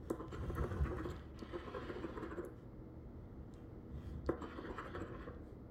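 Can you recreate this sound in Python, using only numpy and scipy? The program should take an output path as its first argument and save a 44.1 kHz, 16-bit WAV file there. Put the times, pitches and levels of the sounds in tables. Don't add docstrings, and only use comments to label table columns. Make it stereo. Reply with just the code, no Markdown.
import sys
import numpy as np
from scipy import signal
from scipy.fft import rfft, irfft
from scipy.io import wavfile
from scipy.ndimage import uniform_filter1d

SR = 44100
rng = np.random.default_rng(int(sys.argv[2]) if len(sys.argv) > 2 else 0)


def transcribe(signal):
    frames = np.atleast_2d(signal).T
    limited = np.clip(frames, -1, 1)
    pcm = np.round(limited * 32767).astype(np.int16)
    wavfile.write(sys.argv[1], SR, pcm)


N = 251370
TIME = np.arange(N) / SR
RING = TIME[:SR // 3]
CARD_DETUNE, PLACE_DB = 0.044, 3


def undb(db):
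    return 10 ** (np.asarray(db) / 20)


def curve(rows):
    times, db = np.transpose(rows)
    return undb(np.interp(TIME, times, db, left=-140, right=-140))


def swell(t, width):
    return np.exp(-2 * (t / width) ** 2)


def walk(rate):
    k = max(int(SR / rate), 1)
    slow = uniform_filter1d(np.repeat(rng.standard_normal(N // k + 1), k)[:N], k)
    return slow / slow.std()


def unit(response):
    return response / np.sqrt(np.sum(response ** 2) / 2)


def through(x, response):
    return signal.fftconvolve(np.atleast_2d(x), response, axes=1)[:, :N]


def butter(x, hz, kind, order=2):
    return signal.sosfilt(signal.butter(order, hz, kind, fs=SR, output="sos"), x)


def colour(points, size=4096):
    hz, db = np.transpose(points)
    freq = np.maximum(np.arange(size // 2 + 1) * SR / size, 1)
    cepstrum = irfft(np.log(undb(np.interp(np.log(freq), np.log(hz), db))))
    cepstrum[1:size // 2] *= 2
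    cepstrum[size // 2 + 1:] = 0
    return irfft(np.exp(rfft(cepstrum)))


def pan(x, pan_db, lag_s=0.00028):
    late = np.pad(x, (int(lag_s * SR), 0))[:len(x)]
    return np.array([x * undb(pan_db / 2), late * undb(-pan_db / 2)])


def add(track, start, sound):
    i = int(start * SR)
    track[:, i:i + sound.shape[1]] += sound[:, :N - i]


def echo(track, start, sound, delay_s=0.0082, db=-15):
    add(track, start + delay_s, undb(db) * sound)


def mode(hz, width, db, lag=0):
    return undb(db) * width * np.exp(-np.pi * width * RING) * np.sin(2 * np.pi * hz * RING - lag)


def stretch(response, ratio):
    i = np.arange(len(RING) // 2)
    return np.array([np.interp(i * ratio, i, side[:len(i)], right=0) for side in response])


def touched(rings, detune, spread_db):
    weights = undb(spread_db * rng.standard_normal(len(rings)))
    return stretch(np.tensordot(weights, rings, 1), 1 + detune * rng.standard_normal())


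def scatter(x, wet_db=1.5, decay_s=0.0044, drift_hz=9, paths=4):
    decay = np.exp(-TIME[:512] / decay_s)
    weights = np.array([walk(drift_hz) for _ in range(paths)])
    weights /= np.sqrt(np.sum(weights ** 2, axis=0))
    bounces = sum(w * through(x, unit(rng.standard_normal((2, len(decay))) * decay)) for w in weights)
    return (x + undb(wet_db) * bounces) / np.hypot(1, undb(wet_db))


# f/Hz, level/dB
AIR_EQ = [(20, -28), (40, 0.5), (80, -6.5), (160, -10), (340, -9), (620, -18.5), (1000, -25), (1370, -26),
          (1550, -34.5), (2100, -34), (2400, -46.5), (4500, -48.5), (7000, -58.5), (10000, -63.5),
          (13000, -54.5)]
def room_tone(db=-55, split_hz=650):
    bass = pan(butter(rng.standard_normal(N), split_hz, "low"), -5)
    wide = butter(rng.standard_normal((2, N)), split_hz, "high") + 0.25 * rng.standard_normal((2, N))
    air = (bass + wide) * undb(0.37 * walk(7.9))
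    return undb(db) * through(air, unit(np.array([colour(AIR_EQ)] * 2)))


# f/Hz, rms level/dB
HUM_PARTIALS = [(74.5, -61.5), (120, -63), (199.5, -70.5), (237.5, -67), (320.4, -65), (480.5, -70)]
def appliance():
    hum = np.zeros(N)
    for hz, db in HUM_PARTIALS:
        phase = 2 * np.pi * np.cumsum(hz + 1.2 * walk(5)) / SR
        hum += np.sqrt(2) * undb(db + 2.5 * walk(4)) * np.sin(phase)
    return pan(hum, -0.5)


# f/Hz, width/Hz, left level/dB, right level/dB, right lag/rad
TABLE_MODES = [(161, 69, -9, -5.5, 0.13), (231, 21.6, -2.5, -6, 0.35), (337.8, 27.3, 3.5, 6, 0.066),
               (389, 51, -6, 0.5, 0.21), (491.6, 72.5, -8, 2, 0.39), (612, 120, -17, -30.5, 2.4),
               (743.7, 25, -4, -2.5, 3.5), (900, 37, -17.5, -7.5, 3.44), (1045, 72, -4.5, -11, 4.95),
               (1191, 27, -4, -22.5, 3.3), (1287, 74, -9, -7, 1.55), (1453, 49, -11, -6, 2.6),
               (1510, 95, -9.5, -10, 3.54), (1665, 110, -18, -9, 1.9), (1777, 135, -13.5, -10, 4.13),
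               (2008, 85, -11, -21, 4.74)]
def tabletop():
    rings = [(-1) ** k * np.array([mode(hz, width, left), mode(hz, width, right, lag)])
             for k, (hz, width, left, right, lag) in enumerate(TABLE_MODES)]
    return butter(butter(np.array(rings), 2470, "low", order=4), 140, "high")


def heel(hz=74, glide_octaves=0.2, octave_db=-7):
    phase = 2 * np.pi * np.cumsum(hz * 2 ** (glide_octaves * walk(14))) / SR
    return undb(5.6 * walk(35)) * (np.sin(phase) + undb(octave_db) * np.sin(2 * phase))


# peak t/s, half width/s, slide level/dB, lean level/dB
HAND_MOVES = [(0.095, 0.13, -74, -56), (0.58, 0.38, -67.5, -39.5), (0.852, 0.075, -76, -40.5),
              (1.056, 0.26, -71, -44.5), (1.883, 0.38, -75.5, -51), (2.29, 0.21, -85, -55.5),
              (2.592, 0.072, -78, -77), (3.425, 1, -88.5, -54), (3.577, 0.073, -78.5, -76),
              (4.052, 0.17, -74, -48.5), (4.19, 0.11, -111, -45), (4.298, 0.037, -67.5, -48.5),
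              (5.053, 0.54, -85, -52), (5.174, 0.055, -94, -53.5), (5.485, 0.043, -88, -75)]
# f/Hz, level/dB
SKIN_EQ = [(800, 1), (2600, 4), (3250, 9), (4000, -2.5), (4800, 0), (6500, -3), (9000, -8), (12000, -14),
           (16000, -9.5)]
def hand(table):
    slide = sum(undb(db) * swell(TIME - at, width) for at, width, db, _ in HAND_MOVES)
    lean = sum(undb(db) * swell(TIME - at, width) for at, width, _, db in HAND_MOVES)
    skin = rng.standard_normal(N) * undb(2 * walk(400)) * slide
    swish = through(skin, unit(pan(colour(SKIN_EQ), 5.5)))
    wood = through(skin * undb(7.5), unit(butter(table.sum(axis=0), 800, "high")))
    boom = colour([(15, -43.5), (35, -8), (65, 5.5), (110, 1), (160, -5.5), (260, -10),
                   (600, -43.5), (2000, -87.5)])
    rumble = through(rng.standard_normal(N) * undb(-3.5) * lean, unit(pan(boom, -14)))
    groan = pan(undb(-8) * heel() * lean, -8)
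    return scatter(swish) + wood + rumble + groan


# t/s, peak level/dB, f/Hz, pan/dB
TICK_CUES = [(0.1003, -39, 7640, 13.5), (.1129, -51, 7900, 6), (0.282, -55.5, 3020, -16),
             (0.5513, -42, 12500, 8), (0.554, -50, 11000, 10), (.638, -57, 6500, 10), (.837, -59, 9000, 14),
             (.97, -59, 8500, 10), (1.0888, -54, 3560, -15), (1.114, -60, 4700, 7),
             (1.164, -55.5, 3530, -15), (1.195, -56.5, 3400, -15), (1.391, -53.5, 6500, 19),
             (1.4354, -58, 3320, -17), (2.45, -47, 10960, 14), (3.539, -53, 5220, 10), (4.95, -54, 2330, 6),
             (5.347, -65, 3380, -11)]
def ticks(cues, width_octaves=0.72, skirt_db=-27, decay_s=0.0011, tail_s=0.043, ring_s=0.0019):
    out = np.zeros((2, N))
    t = TIME[:4096]
    freq = np.geomspace(500, 20000, 40)
    for start, db, hz, pan_db in cues:
        burst = rng.standard_normal(len(t)) * (np.exp(-t / decay_s) + undb(-31) * np.exp(-t / tail_s))
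        eq = np.maximum(-6 * (np.log2(freq / hz) / width_octaves) ** 2, skirt_db)
        crack = signal.fftconvolve(burst, colour(np.column_stack([freq, eq])))[:len(t)]
        ping = np.exp(-t / ring_s * hz / 4700) * np.sin(2 * np.pi * hz * t)
        tick = crack / np.abs(crack).max() + undb(-6) * ping
        tick = butter(tick, min(0.083 * hz, 3800), "high", order=4)
        tick = pan(undb(db) * tick / np.abs(tick).max(), pan_db)
        add(out, start - 0.0003, tick)
        echo(out, start, tick)
    return out


# t/s, peak level/dB, contact/s
KNOCK_CUES = [(0.1026, -24, 0.0011), (.498, -32, 0.0014), (.568, -36, 0.00052), (.6385, -29, 0.00057),
              (.995, -37.5, 0.00055), (1.052, -31.5, 0.0013), (1.4204, -36.5, 0.0023),
              (1.676, -43.5, 0.0017), (1.895, -31, 0.00095), (2.041, -33, 0.0027), (2.174, -31.5, 0.00041),
              (2.38, -34, 0.0016), (2.437, -38, 0.00083), (4.2900, -19.5, 0.00063), (4.584, -35, 0.00072),
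              (4.9499, -30, 0.00024), (5.014, -32.5, 0.00016)]
def knocks(table, detune=0.039, firm_db=-20, light_db=-33, body_db=-14, body_t60_s=0.29):
    bumps = np.zeros((2, N))
    for start, db, contact in KNOCK_CUES:
        push = RING * np.exp(-RING / (contact / 5))
        light = np.clip((firm_db - db) / (firm_db - light_db), 0, 1)
        ring = through(push, touched(table, detune * light, PLACE_DB * light))[:, :len(RING)]
        ring = butter(ring, 180, "high")
        add(bumps, start, undb(db) * ring / np.abs(ring).max())
    body = unit(rng.standard_normal((2, len(RING))) * 1000 ** (-RING / body_t60_s))
    after_ring = undb(body_db) * through(bumps, butter(body, [380, 1600], "band"))
    rim_ticks = ticks([(start, db - 38, 9100, 15.5) for start, db, _ in KNOCK_CUES])
    return bumps + after_ring + rim_ticks


def slips(rate, spread_db, smooth):
    hit = rng.random(N) < rate / SR
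    clicks = hit * rng.choice([-1, 1], N) * undb(spread_db * np.minimum(rng.exponential(size=N), 4))
    force = clicks / clicks.std() + smooth * rng.standard_normal(N)
    return force / force.std()


def stroke(at, scale):
    span = slice(max(int((at - 0.15) * SR), 0), int((at + 0.15) * SR))
    t = TIME[span] - at
    return span, swell(t, scale * np.where(t < 0, 0.046, 0.052))


# peak t/s, force level/dB, rasp f/Hz, wood level/dB, rim bite level/dB
COIN_STROKES = [(0.214, -47.5, 900, -45, -95), (0.338, -51.5, 1190, -44, -77.5),
                (0.426, -49, 1110, -44, -95.0), (0.499, -55, 1020, -53, -95), (0.574, -43, 1450, -46, -91),
                (0.633, -45, 1100, -42, -88), (0.721, -43.5, 1320, -43.5, -81),
                (0.782, -50, 1080, -42.5, -87), (0.859, -43.5, 1470, -45, -86),
                (0.921, -52.5, 1200, -43, -94.0), (0.99, -44, 1360, -44.5, -84.5),
                (1.052, -44, 940, -45, -77.5), (1.11, -55, 1900, -46.5, -74.5),
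                (1.543, -46, 1120, -43, -88.5), (1.606, -52, 1310, -53, -91),
                (1.677, -47.5, 1030, -44.5, -93), (1.754, -44, 1280, -42.5, -89.0),
                (1.824, -50.5, 1430, -44, -87), (1.893, -49.5, 1510, -45.5, -89),
                (1.963, -63, 1230, -42, -98.0), (2.038, -43, 1340, -44, -86),
                (2.103, -53, 1420, -46, -98.0), (2.172, -45, 1230, -44, -90),
                (2.236, -44.5, 1250, -42, -82.5), (2.316, -46, 1490, -47.5, -96),
                (2.384, -47.5, 1190, -44.5, -85), (2.443, -58, 1060, -47.5, -90),
                (4.427, -44, 1060, -42, -80), (4.512, -47.5, 1380, -54.5, -92),
                (4.581, -50.5, 1230, -46, -87), (4.657, -46.5, 1540, -46, -90),
                (4.71, -50.5, 1200, -41.5, -90.0), (4.785, -37.5, 1390, -46, -74.5),
                (4.861, -49, 1380, -47, -82), (4.953, -41.5, 1590, -44, -86),
                (5.012, -45.5, 1310, -47, -83), (5.074, -51, 1510, -58, -90),
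                (5.144, -50.5, 1430, -44.5, -106.5), (5.215, -50, 1440, -54.5, -93),
                (5.278, -54, 1460, -49.5, -108.0)]
def wood_judder(force, table):
    out = np.zeros((2, N))
    low_modes = butter(table, 770, "low", order=3)
    for at, _, _, db, _ in COIN_STROKES:
        span, envelope = stroke(at, 0.77)
        ring = unit(touched(low_modes, CARD_DETUNE, PLACE_DB))
        add(out, TIME[span.start], through(force[span] * undb(db) * envelope, ring))
    return out


def card_rasp(force, card, band_ratio=1.464):
    out = np.zeros((2, N))
    for at, db, hz, _, _ in COIN_STROKES:
        span, envelope = stroke(at, 0.6)
        grit = butter(force[span], [hz / band_ratio, hz * band_ratio], "band", order=3)
        ring = unit(stretch(card, 1 + CARD_DETUNE * rng.standard_normal()))
        add(out, TIME[span.start], through(grit * undb(db) * envelope, ring))
    return out


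def edge_grind(fine, trim_db=-21, pitch_ratio=1.65, band_ratio=1.18):
    out = np.zeros((2, N))
    for at, db, hz, _, _ in COIN_STROKES:
        span, envelope = stroke(at, 0.46)
        edge = butter(fine[span], [hz * pitch_ratio / band_ratio, hz * pitch_ratio * band_ratio], "band")
        out[:, span] += pan(undb(db + trim_db) * edge / edge.std() * envelope, 2)
    return out


# f/Hz, width/Hz, level/dB
RIM_MODES = [(4040, 790, -17.5), (6300, 200, -24), (7350, 270, -13), (7760, 240, -16.5), (9080, 130, -20.5),
             (10050, 330, -32), (12800, 1900, -28)]
def rim_zing(fine, boost_db=13, grip_detune=0.012, grip_db=3):
    out = np.zeros((2, N))
    drive = fine * undb(2.8 * walk(110))
    for at, _, _, _, bite_db in COIN_STROKES:
        span, envelope = stroke(at, 0.45)
        grip = 1 + grip_detune * rng.standard_normal(len(RIM_MODES))
        favour = grip_db * rng.standard_normal(len(RIM_MODES))
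        rim = sum((-1) ** k * mode(hz * grip[k], width, db + favour[k])
                  for k, (hz, width, db) in enumerate(RIM_MODES))
        ring = unit(pan(rim[:2048], 17))
        add(out, TIME[span.start], through(drive[span] * undb(bite_db + boost_db) * envelope, ring))
    return out


# f/Hz, left level/dB, right level/dB
COATING_EQ = [(910, -16.5, -16), (1810, 9.5, 1), (2140, 5.5, 0.5), (2670, 1, -2), (3160, 7, 1.5),
              (3580, -1, -3.5), (3850, -4, -8.5), (4640, -2.5, -8.5), (5170, -11, -26), (5840, -11.5, -36),
              (6630, -19, -20), (9800, -24, -35.5), (16000, -45, -36)]
def flakes(plough, boost_db=12.5, tear_db=-27, spray_db=-3.5):
    press = np.zeros(N)
    for at, force_db, _, _, bite_db in COIN_STROKES:
        span, envelope = stroke(at, 0.63)
        press[span] += np.hypot(undb(bite_db + boost_db), undb(force_db + tear_db)) * envelope
    coating = np.array([colour(np.array(COATING_EQ)[:, [0, side]]) for side in (1, 2)])
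    coating[1] = pan(coating[1], -2)[1]
    shared, *apart = (slips(rate=3500, spread_db=5, smooth=0.68) for _ in range(3))
    cracks = (shared + undb(spray_db) * np.array(apart)) / np.hypot(1, undb(spray_db))
    return through(cracks * np.hypot(plough * undb(3.5), press), unit(coating))


# t/s, length/s, level/dB, slip rate/Hz, f/Hz
SQUEAK_CUES = [(0.191, 0.037, -46, 148, 1090), (4.413, 0.046, -52, 140, 1130)]
def squeaks(band_ratio=1.1, attack_s=0.005, release_s=0.03, jitter=0.011):
    out = np.zeros((2, N))
    for start, length, db, rate, hz in SQUEAK_CUES:
        cycles = np.cumsum(rate * (1 + jitter * walk(60)[:len(RING)])) / SR
        pulses = np.diff(np.floor(cycles), prepend=-1)
        ring = butter(pulses, [hz / band_ratio, hz * band_ratio], "band")
        envelope = np.clip(np.minimum(RING / attack_s, (length - RING) / release_s), 0, 1)
        add(out, start, pan(undb(db) * envelope * ring / ring.std(), 3.5))
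    return out


# t/s, level/dB
PLOUGH_CURVES = [
    [(0.305, -75), (0.341, -58.5), (0.369, -72), (0.867, -77), (0.911, -85), (1.159, -68), (1.32, -80.5)],
    [(1.34, -75), (1.398, -65.5), (1.404, -66), (1.856, -62.5), (2.224, -68.5), (2.236, -63.5),
     (2.52, -100)],
    [(4.37, -77), (4.4, -78), (4.422, -67), (4.96, -67), (5.1, -78.5), (5.232, -69.5), (5.42, -100)],
]
def scratching(table, turn_db=-2):
    chatter = undb(2 * walk(260))
    chatter /= chatter.std() + chatter.mean()
    force = slips(rate=1400, spread_db=3.5, smooth=0.24) * chatter
    fine = slips(rate=6200, spread_db=1.5, smooth=0.36) * chatter
    speed = np.zeros(N)
    for at, *_ in COIN_STROKES:
        span, envelope = stroke(at, 1.2)
        speed[span] = np.maximum(speed[span], envelope)
    plough = sum(curve(spot) for spot in PLOUGH_CURVES) * undb(turn_db * (1 - speed))
    card = unit(butter(table.sum(axis=0), 810, "high", order=3))
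    body = wood_judder(force, table) + card_rasp(force, card) + through(force * plough * undb(8.5), card)
    treble = edge_grind(fine) + rim_zing(fine) + flakes(plough) + crumbs(speed)
    return body + scatter(treble)


# t/s, level/dB
CRUMB_CURVES = [
    [(.31, -60), (.55, -58), (.72, -54.5), (.95, -72), (1.13, -73), (1.22, -85)],
    [(1.45, -80), (1.85, -78), (2.25, -84), (2.45, -78)],
]
# f/Hz, level/dB
CRUNCH_EQ = [(2000, -5), (3700, -2), (4400, -13), (5300, 4), (6200, 12), (7200, -5), (9600, 3), (11500, 1),
             (15500, -13)]
def crumbs(speed, trim_db=-17.5, turn_db=-5):
    grains = slips(rate=1600, spread_db=5, smooth=0.26) * sum(curve(spot) for spot in CRUMB_CURVES)
    return through(grains * undb(trim_db + turn_db * (1 - speed)), unit(pan(colour(CRUNCH_EQ), 16)))


# t/s, peak level/dB
CLINK_CUES = [(1.393, -45), (4.2636, -46.5)]
# f/Hz, decay/s, level/dB
COIN_MODES = [(3940, .003, -27), (4440, 0.013, -17), (4840, 0.00062, 5), (5800, 0.0047, -22),
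              (6950, 0.0017, -19)]
def clinks():
    out = np.zeros((2, N))
    ring = sum(undb(db) * np.exp(-RING / decay) * np.sin(2 * np.pi * hz * RING)
               for hz, decay, db in COIN_MODES)
    ring = butter(ring, [3600, 8000], "band")
    for start, db in CLINK_CUES:
        clink = pan(undb(db) * ring / np.abs(ring).max(), 13)
        add(out, start, clink)
        echo(out, start, clink)
    return out


# peak t/s, half width/s, level/dB
BRUSH_CUES = [(4.085, 0.07, -76), (5.483, 0.089, -82)]
# f/Hz, level/dB
BRUSH_EQ = [(2500, -19), (4700, 5), (6400, -4), (7600, 1), (9200, -2), (10200, -4), (12000, -10),
            (16000, -6)]
def brushes():
    envelope = sum(undb(db) * swell(TIME - at, width) for at, width, db in BRUSH_CUES)
    return scatter(through(rng.standard_normal(N) * envelope, unit(pan(colour(BRUSH_EQ), 1))))


def reverb(x, wet_db=-12, treble_db=-8, low_t60_s=0.5, high_t60_s=0.39, predelay_s=0.00368):
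    noise = rng.standard_normal((2, len(RING)))
    low = butter(noise, 2970, "low") * 1000 ** (-RING / low_t60_s)
    high = butter(noise, 1900, "high") * 1000 ** (-RING / high_t60_s)
    tail = unit((low + undb(treble_db) * high) * (RING > predelay_s))
    return undb(wet_db) * through(x, butter(tail, 365, "high"))


def scene():
    table = tabletop()
    foley = hand(table) + ticks(TICK_CUES) + knocks(table)
    foley += scratching(table) + squeaks() + clinks() + brushes()
    return foley + reverb(foley) + room_tone() + appliance()


def record(dry, top_hz=15900):
    return signal.sosfilt(signal.ellip(10, 0.2, 70, top_hz, fs=SR, output="sos"), dry)


dry = scene()
out = record(dry)
transcribe(out)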